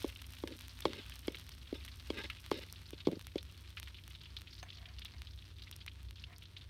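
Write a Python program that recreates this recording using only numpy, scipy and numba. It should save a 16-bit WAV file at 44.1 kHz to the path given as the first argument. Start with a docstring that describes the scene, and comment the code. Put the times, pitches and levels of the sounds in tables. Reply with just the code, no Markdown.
"""Chicken and herbs fry in a wok outdoors on a charcoal stove: a steady sizzle that slowly dies down.
For about three seconds a metal spoon knocks, scrapes and taps the pan; one late tap and soft scuffs follow.
Clicks through colour filters make the fizzing oil, sharp bursts the pops, and filtered noise the spitting
steam; fading tones make the ringing metal. A wavering rumble, two hums and soft air lie underneath."""
import sys
import numpy as np
from scipy import signal
from scipy.fft import rfft, irfft
from scipy.io import wavfile
from scipy.ndimage import uniform_filter1d
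from numba import njit

SR = 44100
rng = np.random.default_rng(int(sys.argv[2]) if len(sys.argv) > 2 else 0)


def file_out(sig):
    """Save sig as 16-bit WAV at sys.argv[1]."""
    # one column per channel
    cols = np.atleast_2d(sig).T
    # limit, then scale
    lim = np.clip(cols, -1, 1)
    pcm = np.round(lim * 32767).astype(np.int16)
    wavfile.write(sys.argv[1], SR, pcm)


N = 295029
T = np.arange(N) / SR  # time through the whole scene [s]
HIT = T[:SR // 4]  # time through one short sound [s]

# ringing of the wok: (frequency [Hz], width [Hz], relative level [dB]); a wider mode fades sooner
WOK_MODES = [(207, 19, -9), (318, 50, 6.5), (388, 44, 2), (574, 41, -1), (765, 44, -6), (914, 20, -2.5),
             (1240, 32, -5.5), (1590, 27, -5), (1700, 19, -4), (1920, 66, -8), (2080, 110, 7),
             (2244, 71, -2.5), (2470, 89, 2.5), (2817, 61, -3.5), (3006, 82, -0.5), (3150, 27, -27),
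             (3500, 15, -7.5), (3400, 38, -6), (3720, 23, -4), (3740, 41, -12), (5200, 26, -13),
             (5300, 42, -5.5)]
# colour of the mid simmer, also used for grit and snaps: (frequency [Hz], relative level [dB])
SIMMER_COLOUR = [(300, -43.5), (520, -11), (780, -9.5), (1200, -4.5), (1700, -4), (2200, -3.5), (2800, -1),
                 (3450, 0), (4200, -1.5), (5300, -10), (7000, -17), (9000, -19.5), (14000, -30.5)]
# colour of the fine fizz: (frequency [Hz], relative level [dB])
FIZZ_COLOUR = [(700, -4), (1200, 0.5), (3000, -13), (5500, 10), (7200, -3), (8800, 6.5), (10300, 0.5),
               (11500, 3), (14000, 2.5), (15500, -5.5), (16500, -13)]


def undb(db):
    """Turn decibels into a gain."""
    return 10 ** (np.asarray(db) / 20)


def unit(x):
    """Scale to a peak of one."""
    return x / np.abs(x).max()


def level(x, db, lo, hi):
    """Scale so that the part between lo and hi Hz has the given rms level."""
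    f = np.arange(len(x) // 2 + 1) * SR / len(x)
    in_band = (f > lo) & (f < hi)
    band = irfft(rfft(x) * in_band, len(x))
    return x * undb(db) / np.std(band)


def add(out, s, x):
    """Mix in a sound that starts at s seconds."""
    i = max(int(s * SR), 0)
    out[i:i + len(x)] += x[:max(N - i, 0)]


def colour(x, points, size=1024):
    """Shape the tone through (Hz, dB) points with a filter that never acts ahead of its input."""
    hz, db = np.transpose(points)
    f = np.maximum(np.arange(size // 2 + 1) * SR / size, 1)
    gain = undb(np.interp(np.log(f), np.log(hz), db))
    # folding the cepstrum puts the filter's energy as early as possible
    cepstrum = irfft(np.log(gain))[:size // 2]
    cepstrum[1:] *= 2
    response = irfft(np.exp(rfft(cepstrum, size)))
    return signal.fftconvolve(x, response)[:len(x)]


def walk(rate):
    """Wander smoothly and at random, with about `rate` new steps a second and a spread near one."""
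    k = int(SR / rate)
    steps = np.repeat(rng.standard_normal(N // k + 1), k)
    smooth = uniform_filter1d(uniform_filter1d(steps, k), k)
    return smooth[:N] * np.sqrt(2)


def ring(modes, size=SR // 4):
    """Add up fading tones; random strengths and signs stand for different contact points."""
    hz, width, db = np.transpose(modes)[:, :, None]
    t = HIT[:size]
    sign = rng.choice([-1, 1], hz.shape)
    gain = undb(db + rng.standard_normal(hz.shape)) * sign
    return np.sum(gain * np.exp(-np.pi * width * t) * np.sin(2 * np.pi * hz * t), axis=0)


def clicks(rate, spread_db, cap_db):
    """Scatter `rate` clicks a second, with random signs and an exponential spread of sizes in dB."""
    size = undb(np.minimum(spread_db * rng.exponential(size=N), cap_db))
    return (rng.random(N) < rate / SR) * size * rng.choice([-1, 1], N)


@njit
def bandpass(x, hz, width):
    """Let one band through with a state-variable filter whose centre may move."""
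    y, b, l = np.empty(len(x)), 0., 0.
    for i in range(len(x)):
        g, k = np.tan(np.pi * hz[i] / SR), width / hz[i]
        v = (b + g * (x[i] - l)) / (1 + g * (g + k))
        b, l, y[i] = 2 * v - b, l + 2 * g * v, k * v
    return y


def frying():
    """Simmer and fizz sink steadily in dB as the food dries, and rise with each flare."""
    # the spoon turns wet food onto hot iron and frying flares: (time of the height [s], rise [dB])
    flare_list = [(0.018, 7), (0.83, 4), (1.12, 4), (2.2, 5.5), (2.57, 4.5), (3.82, 0.5)]
    rise_s, fall_s = 0.17, 0.086
    simmer_start_db, simmer_fall_db_per_s = -63, 0.86
    fizz_start_db, fizz_fall_db_per_s = -70.5, 1.33
    fizz_share = 0.41  # part of a flare's rise in dB that the fizz follows
    flare = sum(db * np.exp(-np.abs(T - s) / np.where(T < s, rise_s, fall_s)) for s, db in flare_list)
    simmer_level = simmer_start_db - simmer_fall_db_per_s * T + flare
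    fizz_level = fizz_start_db - fizz_fall_db_per_s * T + fizz_share * flare
    return simmer_level, fizz_level


def sizzle(simmer_db=-0.5, fizz_db=-3, crackle_db=-4, sputter_db=-7):
    """Countless bubbles simmer in the food and fizz on hot iron, with sharper droplets in both."""
    simmer_level, fizz_level = frying()
    bubbles = clicks(rate=5000, spread_db=3.8, cap_db=20) * undb(2 * walk(60))
    mist = clicks(rate=7000, spread_db=3.6, cap_db=20)
    # stirring spreads juice over the iron: the stronger the fizz, the more droplets burst each second
    droplets = 150 * undb(fizz_level + 70 + 3 * walk(12))
    crackle = clicks(rate=droplets, spread_db=6.5, cap_db=19)
    sputter = clicks(rate=droplets, spread_db=6, cap_db=18)
    # every crackling droplet throws a little spray after its snap
    t = HIT[:256]
    spray = (t == 0) + .035 * rng.standard_normal(256) * np.exp(-t / .002)
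    crackle = signal.fftconvolve(crackle, spray)[:N]
    simmer = level(colour(bubbles, SIMMER_COLOUR), simmer_db, 2000, 5000)
    simmer += level(colour(sputter, SIMMER_COLOUR), sputter_db, 2000, 5000)
    fizz = level(colour(mist, FIZZ_COLOUR), fizz_db, 8000, 15000)
    fizz += level(colour(crackle, FIZZ_COLOUR), crackle_db, 8000, 15000)
    return simmer * undb(simmer_level) + fizz * undb(fizz_level)


def background(rumble_hz=64.15, rumble_width_hz=10.2):
    """Narrow noise rumbles, a sine hums like a distant motor, a higher one fades, and soft air hisses."""
    # slow course of the rumble, before its quick waver: (time [s], level [dB])
    rumble_course = [(0, -53.5), (1.2, -56.5), (1.6, -51), (2.95, -59.5), (3.3, -56), (4.4, -52.5),
                     (4.7, -60), (5.15, -50.5), (5.8, -59.5), (6.12, -47.5), (6.5, -65.5), (6.68, -52)]
    # colour of the outdoor air, capped at -13 dB below: (frequency [Hz], relative level [dB])
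    air_colour = [(12, -57), (20, -18), (41, -5), (60, 1), (103, -6), (119, -7.5), (144, -15), (218, -24),
                  (363, -27), (440, -34), (698, -40), (780, -71), (900, -34.5), (1170, -60), (1980, -120)]
    hum_hz, hum_db = 93.2, -58.5
    faint_hz, faint_start_db, faint_fall_db_per_s = 255, -68.5, 3.5

    centre = np.full(N, 1. * rumble_hz)
    rumble = bandpass(rng.standard_normal(N), centre, 1. * rumble_width_hz)
    rumble = bandpass(rumble, centre, 2. * rumble_width_hz)
    rumble /= np.sqrt(uniform_filter1d(rumble ** 2, SR // 4))  # even out its own swells
    rumble *= undb(np.interp(T, *np.transpose(rumble_course)) + 1.5 * walk(7.7))

    hum_gain = np.sqrt(2) * undb(hum_db + 0.37 * walk(6.0))
    hum = hum_gain * np.sin(2 * np.pi * np.cumsum(hum_hz + 0.27 * walk(2.1)) / SR)
    faint_gain = np.sqrt(2) * undb(faint_start_db - faint_fall_db_per_s * T + 2 * walk(10))
    hum += faint_gain * np.sin(2 * np.pi * np.cumsum(faint_hz + 7 * walk(25)) / SR)

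    air = colour(rng.standard_normal(N), [(hz, min(db, -13)) for hz, db in air_colour], size=16384)
    return rumble + hum + level(air, -65.5, 114, 960)


def crunch(decay_s):
    """Metal meets crust in a short, gritty burst of fading noise."""
    return colour(rng.standard_normal(len(HIT)) * np.exp(-HIT / decay_s), SIMMER_COLOUR)


def knocks(swell_s=0.0013, bend_s=0.0023, lag_s=.003, clack_db=1, clink_db=-2, ring_db=-24,
           shudder_db=-22, boom_db=2, boom_hz=178):
    """The food-damped pan knocks dully; bending waves bring the highs first, so the note drops."""
    # spoon knocks on the wok; the note scales a falling pitch, the boom is the pan on the stove:
    # (time [s], relative level [dB], clack [dB], clink [dB], note [Hz], boom [dB])
    knock_list = [(0.041, -27, -17.5, -19, 325, -36), (0.434, -30.5, -15.5, -17, 318, -40),
                  (0.851, -22.5, -6, -7, 380, -20), (1.278, -27.5, -22, -7.5, 320, -30),
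                  (1.724, -30.5, -43, -21, 310, -42), (2.1, -29, -15.5, -5.5, 320, -39),
                  (2.512, -25.5, -6.5, -9, 363, -17), (2.929, -40.5, -27, -16, 313, -29),
                  (3.068, -20, -21, -19, 331, -13), (3.082, -28.5, -21, -36, 350, -4.5),
                  (3.117, -35, -35, -26, 316, -21), (3.126, -35, -43, -37, 340, -9),
                  (3.166, -41, -38, -34, 304, -10), (3.354, -27.5, -53, -17.5, 336, -18)]
    # short-lived modes under a hard blow: (frequency [Hz], width [Hz], relative level [dB])
    clack_modes = [(610, 390, -3), (850, 96, 2), (1100, 150, 7.5)]
    # short-lived modes of the pressed spoon: (frequency [Hz], width [Hz], relative level [dB])
    spoon_modes = [(2213, 85, -5), (3267, 113, -0.5), (4580, 630, 3.5), (5220, 720, -8.5)]
    shudder_colour = [(100, -60), (190, -2.5), (330, -0.5), (560, 1.5), (760, -24), (2000, -41)]
    out = np.zeros(N)
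    for s, db, clack, clink, hz, weight in knock_list:
        pitch = hz * (0.83 + 0.98 * np.exp(-HIT / bend_s))
        swell = HIT ** 2 * np.exp(-HIT / swell_s)
        thud = unit(swell * np.sin(2 * np.pi * np.cumsum(pitch) / SR))
        shudder = colour(rng.standard_normal(len(HIT)), shudder_colour)
        shudder *= np.exp(-HIT / .021) / np.std(shudder)
        boom = HIT * np.exp(-HIT / .0045) * np.sin(2 * np.pi * boom_hz * HIT)
        hard = np.zeros(len(HIT))
        for k, (f, w, g) in enumerate(clack_modes):
            mode = np.exp(-np.pi * w * HIT) * np.sin(2 * np.pi * f * HIT)
            hard += mode * undb(g) * (-1) ** k  # signs alternate from mode to mode
        metal = unit(ring(spoon_modes)) + .3 * unit(crunch(.006))
        # each part is set against the strength of the thud
        parts = [(boom, weight + boom_db), (hard, clack + clack_db), (metal, clink + clink_db)]
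        contact = sum(undb(share) * part / np.std(part) for part, share in parts)
        low_modes = unit(ring([m for m in WOK_MODES if m[0] < 1000]))
        tail = undb(shudder_db) * shudder + undb(ring_db) * low_modes
        add(out, s + lag_s, undb(db) * (thud + np.std(thud) * contact + tail))
    return out * undb(2.5)


def puff(hz, width_hz=1980.0, decay_s=0.0065, spray_db=-20, crackle_db=-9, snap_db=-6):
    """The oil film snaps and steam tears through in crackles, usually rising a little in pitch."""
    # tone of escaping steam: (frequency [Hz], relative level [dB])
    steam_colour = [(500, -23), (1200, 0), (2200, 2.5), (3500, 3), (5300, -5), (7000, -10.5), (12000, -28)]
    t = HIT[:2048]
    glide = 1 + rng.uniform(-.05, .35) * (.5 - np.exp(-t / .005))
    centre = np.clip(hz * glide, 500, SR / 4)
    flow = np.exp(-t / (decay_s * rng.uniform(.6, 1.4))) + undb(spray_db) * np.exp(-t / .011)
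    # uneven random strength makes the gas crackle
    gas = rng.standard_normal(len(t)) * np.sqrt(rng.exponential(size=len(t))) * flow
    hiss = bandpass(bandpass(gas, centre, 1. * width_hz), centre, 1. * width_hz)
    crackle = undb(crackle_db) * unit(colour(gas, SIMMER_COLOUR))
    snap = undb(snap_db) * rng.uniform(0, 0.75) * unit(colour(1. * (t == 0), SIMMER_COLOUR))
    return unit(colour(unit(hiss) + crackle + snap, steam_colour))


def spits(gain_db=3, small_db=-50, spread_db=6.0, follow=0.14, count=200):
    """Steam escapes in single loud puffs among many small ones, stronger while the food fries hard."""
    # the loudest puffs from the food: (time [s], relative level [dB], nominal pitch [Hz])
    puff_list = [(0.1583, -40, 3080), (0.819, -41, 3520), (1.1184, -45, 2930), (1.344, -38.5, 2480),
                 (1.3686, -42, 3470), (1.877, -41.5, 2520), (2.298, -33.5, 2290), (3.0025, -42, 3500),
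                 (3.3797, -37.5, 3500), (3.769, -37.5, 2260), (3.872, -45, 2230), (4.1482, -43.5, 3400),
                 (4.2546, -45.5, 2950), (4.365, -37.5, 3570), (4.5286, -47.5, 4550), (4.5954, -48, 4500),
                 (4.7013, -41, 3160), (4.8545, -42.5, 2880), (4.9836, -43.5, 3940), (5.016, -43, 2900),
                 (5.052, -40.5, 3540), (5.269, -44.5, 3720), (5.3868, -46.5, 3840), (5.6194, -41.5, 3970),
                 (5.7246, -41, 3620), (5.877, -36.5, 2660), (6.2374, -38, 3270), (6.4206, -47.5, 3000),
                 (6.5645, -42.5, 3240)]
    out = np.zeros(N)
    for s, db, hz in puff_list:
        add(out, s + .0015, undb(db + gain_db) * puff(hz))
    simmer_level, _ = frying()
    strength_db = follow * (simmer_level - simmer_level.mean())
    for when, size, pitch in rng.random((count, 3)):
        i = int(when * N)
        db = small_db + strength_db[i] + spread_db * size ** 3
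        add(out, T[i], undb(db) * puff(2200 + 2700 * pitch))
    return out


def pops(snap_db=3, body_db=0, splash_db=-26, small_db=-50, spread_db=7, follow=1.0, count=55):
    """Droplets burst with a snap, a short ring and a trace of spray; small ones thin out as the food dries."""
    # the loudest droplets bursting in oil: (time [s], relative snap level [dB], body against snap [dB])
    pop_list = [(0.2197, -42.5, 8), (0.608, -39.5, 5), (0.6811, -38.5, 1), (0.8052, -32, -9),
                (1.0963, -38, 0), (1.1562, -37.5, -20), (1.1911, -37.5, -16), (1.272, -37, -6),
                (1.3963, -41.5, 2), (1.491, -38, 1.5), (1.8515, -40, -4), (2.3023, -44, -2),
                (2.5124, -38.5, 5), (2.725, -31, -39), (2.9055, -39, 0), (3.211, -48.5, 11.5),
                (3.268, -35.5, 2.5), (3.428, -41, 0.5), (3.7979, -34, 0), (3.8287, -40.5, 9.5),
                (4.0776, -40, 1), (4.4171, -44.5, 7.5), (4.9934, -43, 3.5), (5.0479, -37, 0.5),
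                (5.218, -45.5, 13.5), (5.712, -34, -3.5), (5.7623, -36, -21), (5.8627, -38.5, 1),
                (6.108, -46.5, 10), (6.3819, -40.5, -17)]
    out, t = np.zeros(N), HIT[:1024]
    _, fizz_level = frying()
    strength_db = follow * (fizz_level - fizz_level.mean())
    small = []
    for when, size, depth in rng.random((count, 3)):
        i = int(when ** 1.3 * N)  # the power crowds them towards the start
        small.append((T[i], small_db + strength_db[i] + spread_db * size ** 2, 8 - 20 * depth))
    for s, db, body in pop_list + small:
        spray = rng.standard_normal(len(t)) * np.exp(-t / .0015)
        burst = (t == 0) + undb(splash_db) * spray
        cavity = colour(burst, SIMMER_COLOUR)
        snap = colour(burst, FIZZ_COLOUR)
        sound = snap + undb(body + body_db) * cavity * np.std(snap) / np.std(cavity)
        add(out, s + 0.001296, undb(db + snap_db) * sound / np.abs(snap).max())
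    return out


def scrapes():
    """The spoon sticks and slips over the crusted pan and keeps its modes ringing."""
    # strokes along the pan: (time [s], length [s], rasp level [dB], drone level [dB], rasp centre [Hz])
    stroke_list = [(0.433, 0.13, -69, -52.5, 2800), (0.846, 0.063, -58, -44, 3500),
                   (0.911, 0.097, -53, -53.5, 3540), (1.296, 0.06, -63, -58, 3200),
                   (1.738, 0.068, -56.5, -59, 3220), (2.13, 0.066, -53.5, -51.5, 2460),
                   (2.17, 0.06, -47.5, -54.5, 2130), (2.239, 0.024, -47, -51, 2700),
                   (2.519, 0.076, -50.5, -47, 4360), (2.608, 0.032, -52, -57.5, 3270),
                   (3.075, 0.091, -66, -51, 3200)]
    slips = clicks(rate=900, spread_db=4, cap_db=14) * undb(4.5 * walk(90))
    high = signal.fftconvolve(slips, ring([m for m in WOK_MODES if m[0] > 650]))[:N]
    low = signal.fftconvolve(slips, ring([m for m in WOK_MODES if m[0] <= 650]))[:N]
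    grit = colour(slips, SIMMER_COLOUR)
    bright = high / np.std(high) + 0.51 * grit / np.std(grit)
    out = np.zeros(N)
    for s, length, rasp_db, drone_db, hz in stroke_list:
        # the small power makes the pressure rise and let go quickly
        pressure = np.abs(np.sin(np.pi * np.clip((T - s) / length, 0, 1))) ** 0.21
        touching = pressure > .5
        rasp = bandpass(bright, np.full(N, 1. * hz), 2800.)
        rasp = undb(rasp_db) * rasp / np.std(rasp[touching])
        drone = undb(drone_db) * low / np.std(low[touching])
        out += pressure * (rasp + drone)
    return out


def taps(iron_db=-8):
    """The spoon's edge ticks the bare iron and both ring briefly."""
    # light taps: (time [s], relative level [dB], ring of the spoon [dB])
    tap_list = [(0.475, -31.5, -40), (0.9333, -32, -31), (2.2434, -37, -26), (4.629, -37, -13)]
    # thin ring of the free spoon: (frequency [Hz], width [Hz], relative level [dB])
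    free_modes = [(6300, 47, 8), (8700, 27, -9)]
    out = np.zeros(N)
    for s, db, free_db in tap_list:
        tick = unit(colour(1. * (HIT == 0), SIMMER_COLOUR)) + .6 * unit(crunch(.002))
        iron = undb(iron_db) * unit(ring(WOK_MODES))
        spoon = undb(free_db) * unit(ring(free_modes))
        add(out, s, undb(db) * (tick + iron + spoon))
    return out


def scuffs():
    """Sandals drag softly over dry earth, heard as coloured grains that swell and fade."""
    # scuffs as the cook steps back: (time [s], length [s], level at the height [dB])
    scuff_list = [(4.625, 0.02, -49.5), (4.63, 0.075, -64.5), (4.73, 0.23, -65.5), (5.127, 0.051, -66),
                  (6.257, 0.12, -61.5)]
    # colour of the grains: (frequency [Hz], relative level [dB])
    earth_colour = [(350, -24), (560, -7.5), (710, 7.5), (820, -11.5), (1000, 2.5), (1300, -8), (2200, 3),
                    (3200, -30), (6000, -28)]
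    # a negative spread makes most grains nearly full size and a few much smaller
    grains = colour(clicks(rate=870, spread_db=-1.0, cap_db=12), earth_colour)
    pressure = np.zeros(N)
    for s, length, db in scuff_list:
        pressure += undb(db) * np.sin(np.pi * np.clip((T - s) / length, 0, 1))
    return pressure * grains / np.std(grains)


def scene():
    """Mix the frying food, the spoon and the surroundings into one channel."""
    food = sizzle() + spits() + pops()
    spoon = knocks() + scrapes() + taps()
    return (food + spoon + scuffs() + background())[None]


def record(dry, low_cut_hz=42, top_hz=16200):
    """The recorder cuts the deepest bass and the top."""
    dry = signal.sosfilt(signal.butter(3, low_cut_hz, "high", fs=SR, output="sos"), dry)
    return signal.sosfilt(signal.ellip(8, .2, 70, top_hz, fs=SR, output="sos"), dry)


dry = scene()
out = record(dry)
file_out(out)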